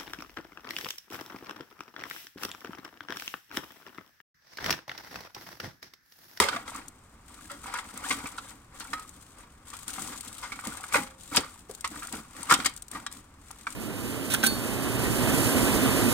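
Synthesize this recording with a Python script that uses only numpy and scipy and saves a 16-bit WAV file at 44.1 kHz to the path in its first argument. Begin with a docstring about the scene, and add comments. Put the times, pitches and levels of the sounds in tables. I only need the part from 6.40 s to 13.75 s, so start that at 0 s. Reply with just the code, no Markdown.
"""A thin plastic bag full of empty drink cans is gripped, lifted and jerked shut in a back yard.
It opens with a loud knock of can on can, a snap of plastic and a dull bump of the whole load.
Then the plastic crinkles as its creases buckle, the cans jostle, and the bag squeaks once near 1.7 s.
The knocks and snaps get loud again near 4.5, 5 and 6.1 s, and a last knock comes at 7.3 s.
All along, a tree trunk and a shed wall throw back short echoes over a faint outdoor rumble."""
import sys
import numpy as np
from scipy import signal
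from scipy.fft import rfft, irfft, next_fast_len
from scipy.io import wavfile
from scipy.ndimage import uniform_filter1d

SR = 44100
rng = np.random.default_rng(int(sys.argv[2]) if len(sys.argv) > 2 else 0)


def to_wav(s):
    """Save 16-bit WAV."""
    ch = np.atleast_2d(s).T  # columns
    pcm = np.round(np.clip(ch, -1, 1) * 32767)  # PCM
    wavfile.write(sys.argv[1], SR, pcm.astype(np.int16))


N = 324135
TIME = np.arange(N) / SR
HIT_TIME = TIME[:SR // 4]   # the clock for one short hit

# Tone shapes, each with columns (frequency [Hz], level [dB])
YARD_TONE = [(15, -8), (28, -7), (42, 0), (80, -2), (160, -9), (250, -8), (400, -17), (630, -20),
             (1100, -17), (2000, -25), (4000, -33), (15000, -39)]   # outdoor rumble
LOAD_TONE = [(30, -26), (80, -6.5), (150, -6.5), (290, 4), (400, -14), (560, -14), (1200, -26.5),
             (5000, -24.5)]   # the whole load moving
CAN_WALL_TONE = [(150, -46), (450, -10.5), (650, -15), (850, -7), (1300, -2), (1750, -10.5), (2200, -7),
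                 (2800, -15), (5000, -16), (12000, -55.5)]   # a can's thin wall
CAN_RIM_TONE = [(1200, -14), (2400, 0), (3500, 1), (5500, -7), (9000, -8), (15000, -21.5)]   # its stiff rim and lid
PLASTIC_TONE = [(300, -39.5), (900, -12), (2000, -6.5), (3500, 2.5), (5500, -2.5), (8500, 2.5),
                (11000, -0.5), (15500, -6)]   # the bag's thin plastic
SIDE_TONE = [(100, -51.5), (300, -24.5), (700, -1.5), (1300, -8), (2500, -5.5), (5000, -2), (9000, 0.5),
             (15000, 2)]   # the part that differs between left and right
LEFT_MIC_TONE = [(400, 0), (700, 0.5), (1300, 1.5), (4000, -1), (6000, 3), (7300, 5.5), (8600, 8),
                 (10000, -0.5), (11500, -3.5), (15000, -5)]   # the left microphone's opening rings near 8 kHz
RIGHT_MIC_TONE = [(400, 0.5), (700, -2.5), (1300, 2), (4000, -0.5), (6000, -2.5), (7700, -9), (8600, -12),
                  (10000, -8), (11500, -7), (15000, -5.5)]   # the right one has a dip there
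# Hands grip, press and pull the bag:
# (start [s], length [s], crinkle level [dB], jostle level [dB], load level [dB])
HAND_MOVES = [(-0.02, 0.033, -31, -26, -41), (0.07, 0.068, -58, -37.5, -39),
              (0.249, .14, -51.5, -44.5, -49.5), (0.832, 0.45, -57, -58, -56.5),
              (1.225, 0.17, -50.5, -43.5, -52), (1.425, 0.21, -56.5, -49.5, -51),
              (1.536, 0.35, -50.5, -45.5, -49), (1.62, 0.071, -39.5, -40.5, -51),
              (1.92, 0.18, -53, -50.5, -51.5), (2.318, 0.28, -53.5, -50.5, -51.5),
              (2.597, .29, -58.5, -64.5, -62), (2.959, 0.047, -58.5, -54, -55),
              (3.246, 0.18, -50.5, -54.5, -58), (3.46, 0.29, -43.5, -45.5, -45.5),
              (3.787, 0.2, -49.5, -52.5, -56.5), (3.95, 0.62, -51.5, -49, -53),
              (4.229, 0.044, -47, -41, -48), (4.517, 0.055, -36, -32.5, -34), (4.766, 0.39, -53, -63, -58),
              (4.907, .1, -47, -38.5, -46), (5.24, 1.1, -58, -60.5, -59), (5.501, 0.16, -48.5, -50, -48.5),
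              (5.713, 0.043, -50, -44.5, -44), (5.926, 0.2, -53.5, -47, -53),
              (6.063, 0.14, -44.5, -39, -40), (6.248, 0.019, -45, -47, -48),
              (6.503, 0.083, -52.5, -45.5, -42), (6.7, 0.062, -52.5, -53.5, -54),
              (7.01, 0.23, -57, -61, -56), (7.263, 0.065, -47.5, -53.5, -48.5)]
# The load bumps when jerked or set down: (time [s], level [dB], pitch [Hz], length [s])
LOAD_BUMPS = [(0.0, -21.5, 387, 0.026), (1.702, -33, 266, 0.028), (1.838, -32.5, 157, .0084),
              (4.266, -30.5, 208, 0.032), (4.55, -22, 547, 0.013), (4.578, -32, 258, 0.012),
              (4.975, -23.5, 337, 0.014), (5.293, -33.5, 382, 0.018), (5.731, -33, 243, .029),
              (6.118, -21, 255, 0.024), (6.188, -32, 242, .018), (6.256, -33, 278, 0.015),
              (6.544, -37.5, 269, .038)]
# The packed cans ring after a knock: (pitch [Hz], level [dB], ring time [s])
# A ring time, or t60, is how long a sound takes to fade by 60 dB.
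PACKED_RINGS = [(526.7, -1.5, 0.14), (776, 3, 0.13), (1420, -7.5, 0.23), (1914, -6, 0.11),
                (3260, 3.5, 0.09)]
# A can left free rings on: (time [s], level [dB], pitch [Hz], ring time [s])
FREE_RINGS = [(0.045, -31.5, 559, 0.19), (0.165, -32.5, 685, 0.089), (1.11, -42, 569, .2),
              (1.28, -41.5, 793, .2), (2.534, -27.5, 1266, 0.21), (2.535, -26.5, 1860, 0.034),
              (4.12, -31, 2213, 0.073), (4.545, -30, 822, 0.3), (4.56, -46.5, 530, 0.97),
              (5.444, -23, 2040, 0.019), (6.14, -24, 3240, .08), (6.666, -37, 3800, .06),
              (7.269, -26, 2320, 0.036)]
# Points along one squeak of plastic over a can: (time [s], pitch [Hz], level [dB])
SQUEAK_PATH = [(1.638, 1370, -49), (1.647, 1465, -36.5), (1.655, 1750, -41), (1.672, 1880, -47)]
# Creases snap out above the crinkle: (time [s], level [dB])
CREASE_SNAPS = [(0.0004, -12.5), (0.361, -30.5), (0.482, -32.5), (1.1156, -30.5), (1.339, -29),
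                (1.575, -27.5), (1.694, -26.5), (2.399, -32), (2.692, -34.5), (3.48, -24), (3.62, -26.5),
                (3.808, -27), (4.271, -24.5), (4.371, -30.5), (4.5373, -24), (4.9613, -13.5),
                (5.311, -31.5), (5.349, -31), (5.4083, -30), (5.475, -28), (5.671, -28.5), (5.7248, -26),
                (6.0303, -26), (6.104, -17), (6.122, -13), (6.138, -13), (6.249, -22), (6.261, -14),
                (6.3636, -31), (6.3746, -32.5), (6.4218, -30), (6.482, -35.5), (6.514, -29.5), (6.725, -31),
                (7.111, -31), (7.304, -33)]
# Clear knocks of can on can:
# (time [s], level [dB], main pitch [Hz], rim boost [dB], left minus right [dB], contact length [s])
CAN_KNOCKS = [(0.0, -11, 2000, -3.5, -1.5, 0.0053), (0.015, -20.5, 1198, -3.5, -6, 0.029),
              (0.086, -21, 1504, -0.5, -9, 0.0072), (0.162, -24.5, 1180, -8.5, -2, 0.0075),
              (0.279, -32, 1350, -3.5, 2, 0.0038), (0.349, -32, 1110, -19, 0, .021),
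              (1.098, -34.5, 1330, -9, 1, 0.031), (1.338, -28, 1300, -6, 2, .012),
              (1.351, -27.5, 1447, -22, 0, 0.022), (1.386, -28.5, 1300, -5, 5.5, 0.0085),
              (1.706, -18.5, 2137, -4, 0, 0.015), (1.857, -30, 1260, -9, -1, 0.0069),
              (1.982, -28, 1450, -5.5, -1.5, 0.0082), (2.403, -35, 1196, 0.5, -1, 0.015),
              (2.532, -23.5, 1277, -5.5, -4, 0.0079), (3.33, -37, 1200, -3.5, 0, 0.021),
              (3.581, -32.5, 776, -25, 8, 0.0092), (4.026, -31.5, 1049, -5.5, 2, 0.03),
              (4.12, -33, 2310, -4.5, -4.5, 0.016), (4.19, -31.5, 1480, -19, -3, 0.0066),
              (4.439, -29, 1440, -27, -4, 0.0033), (4.543, -12, 1460, -25, -.5, 0.0075),
              (4.556, -16, 1393, -23, 0, 0.015), (4.947, -25.5, 960, 0.5, 0, .014),
              (4.969, -20, 1315, 9.5, -3, 0.0071), (5.444, -22, 1100, -4.5, -1.5, 0.011),
              (5.56, -33.5, 1230, -14, -2, 0.0031), (5.622, -32.5, 1334, -17, -1, 0.023),
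              (6.096, -17.5, 1273, -6, 3, 0.021), (6.11, -9, 1350, -7, -1, 0.013),
              (6.124, -12, 1367, -23, -1, 0.0078), (6.139, -21.5, 1260, 6, -2, 0.0082),
              (6.2, -26.5, 1435, -3.5, -3, 0.01), (6.246, -29, 1520, 0.5, 4, 0.015),
              (6.258, -17.5, 2190, -0.5, 1, 0.0086), (6.55, -30, 1212, -21, 1, .019),
              (6.665, -26.5, 1150, -1.5, 3.5, 0.0043), (7.107, -37.5, 920, -20, 4, 0.0029),
              (7.269, -22, 1530, -16, 0, .006)]


def from_db(db):
    """Turn decibels into a number to multiply by."""
    return 10 ** (np.asarray(db) / 20)


def unit_power(x):
    """Scale a sound so that its average power is 1."""
    return x / np.sqrt(np.mean(x ** 2) + 1e-20)


def unit_peak(x):
    """Scale a sound so that its loudest three milliseconds have power 1."""
    return x / np.sqrt(uniform_filter1d(np.mean(x ** 2, axis=0), size=132).max() + 1e-20)


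def add(out, start, x):
    """Mix in a short sound at a start time in seconds."""
    i = max(0, round(start * SR))
    out[:, i:i + x.shape[1]] += x[:, :N - i]


def colour(x, tone):
    """Give a sound a tone shape, without smearing it to before it starts (a minimum-phase filter)."""
    size = 2 * next_fast_len(x.shape[-1] // 2 + 2048)
    hz, db = np.transpose(tone)
    grid_hz = np.arange(size // 2 + 1) * SR / size
    log_gain = np.log(from_db(np.interp(np.log(grid_hz + 1), np.log(hz), db)))
    cepstrum = irfft(log_gain)[:size // 2]
    response = np.exp(2 * rfft(cepstrum, size) - cepstrum[0])
    return irfft(rfft(x, size) * response)[..., :x.shape[-1]]


def resonate(x, hz, width_hz):
    """Make a sound ring at one pitch; a smaller width rings longer."""
    r = np.exp(-np.pi * width_hz / SR)
    feedback = [1, -2 * r * np.cos(2 * np.pi * hz / SR), r * r]
    return signal.lfilter(np.array([1, 0, -1]) * (1 - r * r) / 2, feedback, x + 1e-18)


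def noise(length=N):
    """Two unrelated rows of hiss."""
    return rng.standard_normal((2, length))


def drift(per_s):
    """A smooth random wobble, about 1 in size."""
    points = rng.standard_normal(N // 40)
    return unit_power(np.interp(TIME * per_s, np.arange(len(points)), points))


def clicks(per_s, spread_db):
    """Clicks at random times, mostly weak and a few strong."""
    return (rng.random(N) < per_s / SR) * from_db(spread_db * np.minimum(rng.exponential(1, N), 3.5))


def burst(length, rise):
    """A cluster of tiny contacts: a puff of hiss that swells and dies away."""
    swell = 1 - np.exp(-HIT_TIME / rise)
    return noise(len(HIT_TIME)) * swell * np.exp(-HIT_TIME / max(length, rise / 2))


def two_ears(x):
    """Make left and right: row 0 reaches both alike, row 1 is the scattered part that differs."""
    side = colour(x[1], SIDE_TONE)
    return np.array([x[0] + side, x[0] - side])


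def hand_effort(starts, lengths, levels_db, fade_db_per_s, rest_db):
    """Level in dB over time: each move swells, holds and fades, and the bag is never quite still."""
    power = from_db(rest_db) ** 2
    for start, length, db in zip(starts, lengths, levels_db):
        swell = np.clip((TIME - start) / (0.015 + 0.1 * length), 0, 1)   # long moves swell more slowly
        fall_db = np.clip(fade_db_per_s * (TIME - start - length), 0, 100)
        power = power + (swell * from_db(db - fall_db)) ** 2
    return 10 * np.log10(power)


def yard_rumble(gain_db=-55.5):
    """The outdoor air: a faint, steady, low noise."""
    return from_db(gain_db) * two_ears(unit_power(colour(noise(), YARD_TONE)))


def yard_echo(x, near_db=-13, near_t60=0.014, far_db=-23, far_t60=0.22):
    """Sound bounces off the trunk, ground and shed wall, then comes back faint and dull from houses."""
    t = TIME[:SR]
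    near = noise(SR) * from_db(-60 * t / near_t60) * (t > 0.004)
    dull_hiss = colour(noise(SR), [(1500, 8.5), (4000, 9), (12000, -12)])
    far = dull_hiss * from_db(-60 * t / far_t60) * (t > 0.015)
    echoes = (from_db(near_db) * unit_power(near) + from_db(far_db) * unit_power(far)) / np.sqrt(SR)
    return signal.fftconvolve(x, echoes, axes=1)[:, :N]


def shifting_load(load_db, width_hz=95, thud_gain=0.65, bump_db=-4, shift_db=-3):
    """The air and cans in the bag rumble softly on slow moves and bump dully on jerks."""
    shifting = noise() * from_db(4.9 * drift(per_s=35))
    out = from_db(load_db + shift_db) * unit_power(colour(shifting, LOAD_TONE))
    for start, db, hz, length in LOAD_BUMPS:
        push = burst(length, rise=0.0015)
        boom = unit_peak(resonate(push, hz, width_hz))
        thud = unit_peak(colour(push, LOAD_TONE))
        add(out, start, from_db(db + bump_db) * unit_peak(boom + thud_gain * thud))
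    return out


def plastic_squeak(overtone_db=-5, jitter=0.017):
    """Plastic sticks and slips on a can, faster as it tightens, so the pitch rises."""
    times, hz, db = np.transpose(SQUEAK_PATH)
    pitch_hz = np.interp(TIME, times, hz) * (1 + jitter * drift(per_s=400))
    phase = 2 * np.pi * np.cumsum(pitch_hz) / SR
    tone = sum(from_db(overtone_db * k) * np.sin((k + 1) * phase) for k in range(3))
    return np.interp(TIME, times, from_db(db), left=0, right=0) * tone


def plastic_crinkle(plastic_db, crease_s=0.0057, slide_gain=0.37):
    """Creases buckle in tiny crackles over the hiss of plastic sliding on metal."""
    buckles = clicks(per_s=420, spread_db=5.5)
    # each click gets a short fading tail
    power = signal.lfilter([1], [1, -np.exp(-2 / (crease_s * SR))], buckles ** 2 + 1e-18)
    loudness = np.sqrt(power / power.mean() + slide_gain ** 2)
    return from_db(plastic_db) * unit_power(colour(noise() * loudness, PLASTIC_TONE))


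def plastic_snaps(gain_db=-8, tick_db=-2, typical_db=-30, typical_s=0.0026):
    """Tight plastic gives way with a sharp tick and a short crackle."""
    out = np.zeros((2, N))
    for start, db in CREASE_SNAPS:
        tick = unit_peak(burst(0.001, rise=0.0001))
        length = typical_s * 2 ** ((db - typical_db) / 50)   # louder snaps last longer
        crackle = unit_peak(burst(length, rise=0.42 * length)) + from_db(tick_db) * tick
        # small, quiet creases give off only high sounds
        lowest_hz = np.clip(3800 * from_db(0.63 * (typical_db - db)), 200, 6000)
        crackle = signal.sosfilt(signal.butter(2, lowest_hz, "high", fs=SR, output="sos"), crackle)
        add(out, start, from_db(db + gain_db) * unit_peak(colour(crackle, PLASTIC_TONE)))
    return out


def can_jostle(cans_db, width_hz=100, gain_db=-2):
    """Many cans touch lightly, each at its own pitch, and scrape along each other."""
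    pitches_hz = np.geomspace(520, 3600, num=26)
    taps = sum(resonate(clicks(per_s=28, spread_db=3.5) * noise(), hz, width_hz) for hz in pitches_hz)
    taps = unit_power(colour(taps, CAN_WALL_TONE))
    rubbing = noise() * from_db(4 * drift(per_s=86))
    scrape = unit_power(colour(rubbing, CAN_WALL_TONE))
    return from_db(cans_db + gain_db) * unit_power(taps + scrape)


def packed_rings(cans):
    """The packed cans ring together at a few pitches whenever they are shaken."""
    return sum(from_db(db) * resonate(cans, hz, np.log(1000) / np.pi / t60)
               for hz, db, t60 in PACKED_RINGS)


def free_rings():
    """A can that nothing presses on gives one clean, fading tone."""
    out, t = np.zeros((2, N)), TIME[:SR]
    for start, db, hz, t60 in FREE_RINGS:
        tone = from_db(db - 60 * t / t60) * np.sin(2 * np.pi * hz * t)
        add(out, start, tone[None])
    return out


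def can_knocks(ring_s=0.027, overtone_gain=0.92, clack_gain=0.83, gain_db=-6):
    """A struck can rings at one main pitch and a few others, and its neighbours soon hush it."""
    out = np.zeros((2, N))
    for start, db, hz, rim_db, pan_db, length in CAN_KNOCKS:
        rise = 0.17 * length
        contact = burst(length, rise)
        # the main tone swells during the contact and is weaker in the scattered row
        loudness = (1 - np.exp(-HIT_TIME / rise)) * from_db(-60 * HIT_TIME / (ring_s + length))
        tone = np.sin(2 * np.pi * (hz * HIT_TIME + rng.random((2, 1))))
        main = unit_peak(loudness * tone * [[1], [0.5]])
        overtones = sum(resonate(contact, f, width_hz=90) for f in rng.uniform(860, 2632, size=8))
        overtones = unit_peak(colour(overtones, CAN_WALL_TONE))
        clack = unit_peak(colour(contact, CAN_WALL_TONE))
        wall = unit_peak(main + overtone_gain * overtones + clack_gain * clack)
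        # the stiff rim and lid add a high clink
        clink = sum(resonate(contact, f, width_hz=170) for f in rng.uniform(2200, 5464, size=8))
        rim_hiss = colour(burst(length, rise), CAN_RIM_TONE)
        rim = unit_peak(unit_peak(clink) + unit_peak(rim_hiss))
        can = two_ears(wall + from_db(rim_db) * rim)
        left_right_db = np.array([[1], [-1]]) * pan_db / 2
        add(out, start - 0.001, from_db(db + gain_db + left_right_db) * can)
    return out


def scene():
    """Mix the cans and the plastic with their echoes and the outdoor rumble."""
    starts, lengths, crinkle_db, jostle_db, shift_db = np.transpose(HAND_MOVES)
    # after a move the plastic relaxes quickly and the cans settle more slowly
    plastic_db = hand_effort(starts, lengths, crinkle_db, fade_db_per_s=180, rest_db=-70)
    cans_db = hand_effort(starts, lengths, jostle_db, fade_db_per_s=151, rest_db=-68)
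    load_db = hand_effort(starts, lengths, shift_db, fade_db_per_s=151, rest_db=-67)
    cans = can_knocks() + two_ears(can_jostle(cans_db) + shifting_load(load_db))
    plastic = plastic_squeak() + two_ears(plastic_crinkle(plastic_db) + plastic_snaps())
    bag = cans + packed_rings(cans) + free_rings() + plastic
    return yard_rumble() + yard_echo(bag) + bag


def record(dry, right_lag_s=6.5e-5, cutoff_hz=15900):
    """Each microphone colours its side, the right hears a little later, and the very top is cut."""
    left = colour(dry[0], LEFT_MIC_TONE)
    right = colour(dry[1], RIGHT_MIC_TONE)
    size = next_fast_len(N + 64)
    delay = np.exp(-2j * np.pi * np.fft.rfftfreq(size, 1 / SR) * right_lag_s)
    right = irfft(rfft(right, size) * delay, size)[:N]
    return signal.sosfilt(signal.ellip(10, 0.3, 80, cutoff_hz, fs=SR, output="sos"), [left, right])


dry = scene()
out = record(dry)
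to_wav(out)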